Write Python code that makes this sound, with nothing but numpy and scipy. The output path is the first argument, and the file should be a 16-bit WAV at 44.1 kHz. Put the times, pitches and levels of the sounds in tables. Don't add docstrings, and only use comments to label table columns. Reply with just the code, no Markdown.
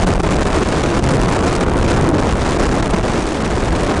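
import sys
import numpy as np
from scipy import signal
from scipy.fft import rfft, irfft
from scipy.io import wavfile
from scipy.ndimage import uniform_filter1d

SR = 44100
rng = np.random.default_rng(int(sys.argv[2]) if len(sys.argv) > 2 else 0)


def transcribe(signal):
    frames = np.atleast_2d(signal).T
    limited = np.clip(frames, -1, 1)
    pcm = np.round(limited * 32767).astype(np.int16)
    wavfile.write(sys.argv[1], SR, pcm)


N = 176400

# t/s, buffet level/dB, roar level/dB, hiss level/dB, raggedness/0-1
AIRSTREAM = [(0, -14.5, -13.5, -27.5, 0.6), (.25, -14.5, -14, -28, 0.77), (.55, -14.5, -14, -26.5, 0.39),
             (.9, -19.5, -15, -26.5, 0.28), (1.1, -12.5, -13.5, -27.5, 0.77), (1.4, -17, -13.5, -27, 0.6),
             (1.55, -17.5, -13, -25.5, 0.63), (1.74, -13, -14, -34, 0.94), (1.9, -14.5, -13, -25, 0.57),
             (2.1, -14, -11, -31, 1), (2.3, -17, -15.5, -28.5, .55), (2.599, -17, -14.5, -26.5, 0.43),
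             (2.901, -14, -15.5, -30.5, 0.74), (3.1, -16.5, -15.5, -27.5, 0.33),
             (3.32, -25, -19.5, -29.5, 0.31), (3.47, -20.5, -17, -29, 0.33), (3.701, -15, -16.5, -29, 0.36),
             (3.881, -20.5, -14.5, -28.5, 0.34), (4, -23, -16.5, -29, 0.36)]
# t/s, length/s, hiss/dB, roar/dB
LULL_DIPS = [(0.057, 0.018, -13, -9.5), (0.143, 0.0092, -9, -10), (.187, .015, -19, -13),
             (.22, .021, -24, -19), (.435, .018, -1, -11), (0.497, 0.0063, -29, -6), (.645, .02, -3, -14),
             (1.009, 0.023, -11, -6), (1.127, 0.012, -19, -7), (1.597, .024, -10, -3),
             (1.654, .018, -15, -10), (1.707, .008, -14, -6), (1.807, .008, -11, -5),
             (2.005, .015, -10, -4), (2.114, 0.021, -18, -9), (2.339, 0.0069, -11, -1),
             (2.405, .012, -2, -5), (2.58, 0.015, -10, -2.5), (2.816, 0.01, -14, -6.5),
             (2.89, 0.032, -6, -3.5), (2.925, 0.021, -8, -1.5), (2.957, 0.0096, -3, -7),
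             (3.024, 0.015, -7, -8), (3.43, 0.0074, -15, -8)]
BLAST_HITS = [(0.024, 0.049, 3.5, 0.5), (0.241, 0.013, -0.5, 4), (0.575, 0.011, 5.5, 6.5),
              (1.133, 0.0091, 8.5, 3), (1.62, .022, 4, 2), (1.667, 0.017, 7, 4.5), (2.413, 0.0094, 3.5, 1),
              (.202, .013, 5, 6), (2.61, .035, 4, 2), (2.829, .01, 7, 6), (2.942, .012, 8, 8),
              (3.054, 0.02, 2, 1.5), (3.435, .012, -3, 6), (3.735, 0.0099, -5, 4)]
# f/Hz, level/dB
BUFFET_EQ = [(6, -38), (16, -1), (40, -1), (70, -2), (120, -8), (200, -18), (500, -53), (1500, -94)]
ROAR_EQ = [(30, -11), (90, -7.5), (170, -1), (240, -0.5), (340, -0.5), (520, -4.5), (800, -8), (1300, -12),
           (2200, -20), (4000, -21), (10000, -78)]
HISS_EQ = [(300, -26), (900, -0.5), (1600, 7), (2300, 6), (3200, 1.5), (5000, -0.5), (7000, -2),
           (9000, -7.5), (10200, -12.5), (12000, -22)]
CRACKLE_EQ = [(300, -16), (1000, -2), (3000, 0.5), (6000, 1), (9000, 2), (10200, -2.5), (12000, -8)]
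# t/s, f/Hz, level/dB
HUM_SWEEP = [(0, 180.6, -13), (.55, 180, -24.5), (0.899, 150, -28), (1.15, 144.9, -14.5),
             (1.349, 110, -19.5), (1.65, 135, -22), (1.85, 110, -17), (2.051, 131.1, -13.5),
             (2.249, 76.7, -20), (2.37, 35, -9), (2.548, 59.9, -49), (4, 102.2, -28.5)]
GROWL_SWEEP = [(1.8, 423.8, -49), (1.9, 373.3, -22), (1.999, 299.3, -19), (2.13, 312.6, -12),
               (2.221, 259.5, -22), (2.301, 228, -45)]

GUST_HZ, EDDY_HZ, SPIT_HZ, WAVER_HZ = 69, 317, 1200, 71
GUST_DB, EDDY_DB, SPIT_DB, PUSH_DB = 3, 11, 7, 5.5
BUFFET_TRIM_DB, ROAR_TRIM_DB, HISS_TRIM_DB, CRACKLE_TRIM_DB = -1, 1, -1, -3
TIME, FREQS = np.arange(N) / SR, np.arange(N // 2 + 1) * SR / N


def undb(db):
    return 10 ** (np.asarray(db) / 20)


def colour(x, eq):
    hz, db = np.array(eq, float).T
    curve_db = np.interp(np.log(np.maximum(FREQS, 1)), np.log(hz), db)
    y = irfft(rfft(x) * undb(curve_db), N)
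    return y / y.std()


def noise(eq):
    return colour(rng.standard_normal(N), eq)


def wobble(rate_hz):
    y = irfft(rfft(rng.standard_normal(N)) / np.sqrt(1 + (2 * FREQS / rate_hz) ** 4), N)
    return y / y.std()


def flutter(db):
    gain = undb(db)
    return gain / np.sqrt(uniform_filter1d(gain ** 2, size=SR // 4))


def buffet(level_db):
    return noise(BUFFET_EQ) * undb(BUFFET_TRIM_DB + level_db)


def hollow_tone(sweep):
    at, hz, db = np.array(sweep, float).T
    phase = 2 * np.pi * np.cumsum(np.interp(TIME, at, hz)) / SR
    band = wobble(WAVER_HZ) * np.cos(phase) + wobble(WAVER_HZ) * np.sin(phase)
    return undb(np.interp(TIME, at, db)) * band / np.sqrt(2)


def roar(level_db, gust, eddy, gust_db=1.7, eddy_db=3.8):
    return noise(ROAR_EQ) * undb(ROAR_TRIM_DB + level_db) * flutter(gust_db * gust + eddy_db * eddy)


def overload(pressure, headroom=0.51, bias=0.24, muffle_hz=1840):
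    squashed = headroom * (np.tanh(pressure / headroom - bias) + np.tanh(bias))
    return signal.sosfilt(signal.butter(2, muffle_hz, fs=SR, output="sos"), squashed)


def pressure_push(pressure, memory_s=0.0078, lag_s=0.0004, knee=0.073):
    decay = np.exp(-1 / (memory_s * SR))
    rise = pressure - signal.lfilter([1 - decay], [1, -decay], pressure)
    return np.tanh(np.interp(TIME - lag_s, TIME, rise) / knee)


def hiss(flare_db, limit_db=12):
    limited_db = np.minimum(flare_db, limit_db * np.tanh(flare_db / limit_db))
    return noise(HISS_EQ) * flutter(limited_db)


def crackle(level_db, eddy, per_second=130, scatter_db=3.5, eddy_db=3):
    size = undb(scatter_db * np.clip(rng.standard_normal(N), -2, 2))
    polarity = np.sign(rng.standard_normal(N))
    fronts = size * polarity * (rng.random(N) < per_second / SR)
    return colour(fronts, CRACKLE_EQ) * undb(CRACKLE_TRIM_DB + level_db + eddy_db * (eddy - 1.5))


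def jolts(cues):
    moves_db = np.zeros((2, N))
    for at, length, hiss_db, roar_db in cues:
        shape = np.exp(-(2 * (TIME - at) / length) ** 4)
        moves_db += np.outer([hiss_db, roar_db], shape)
    return moves_db


def scene():
    at, *faders = np.array(AIRSTREAM, float).T
    buffet_db, roar_db, hiss_db, ragged = (np.interp(TIME, at, fader) for fader in faders)
    hiss_jolt_db, roar_jolt_db = jolts(LULL_DIPS) + jolts(BLAST_HITS)
    gust, spit = wobble(GUST_HZ), wobble(SPIT_HZ)
    eddy = 1.5 * np.tanh(wobble(EDDY_HZ))
    rumble = buffet(buffet_db) + hollow_tone(HUM_SWEEP) + hollow_tone(GROWL_SWEEP)
    pressure = rumble * undb(roar_jolt_db / 2) + roar(roar_db + roar_jolt_db, gust, ragged * eddy)
    push = pressure_push(pressure)
    flare_db = ragged * (GUST_DB * gust + EDDY_DB * eddy + SPIT_DB * spit + PUSH_DB * push)
    top_end = hiss(flare_db) * undb(hiss_jolt_db)
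    top_end += crackle(roar_jolt_db, eddy) * ragged * (1 + push)
    return (overload(pressure) + top_end * undb(HISS_TRIM_DB + hiss_db))[None]


def record(dry, ceiling=0.41, low_cut_hz=12, shelf_hz=10300, shelf_db=-12, top_hz=12000):
    y = dry / (1 + (dry / ceiling) ** 8) ** (1 / 8)
    y = signal.sosfilt(signal.butter(1, low_cut_hz, "high", fs=SR, output="sos"), y)
    shelf = undb(np.interp(FREQS, [shelf_hz, shelf_hz + 600], [0, shelf_db]))
    y = irfft(rfft(y) * shelf, N)
    return signal.sosfilt(signal.ellip(8, .2, 70, top_hz, fs=SR, output="sos"), y)


dry = scene()
out = record(dry)
transcribe(out)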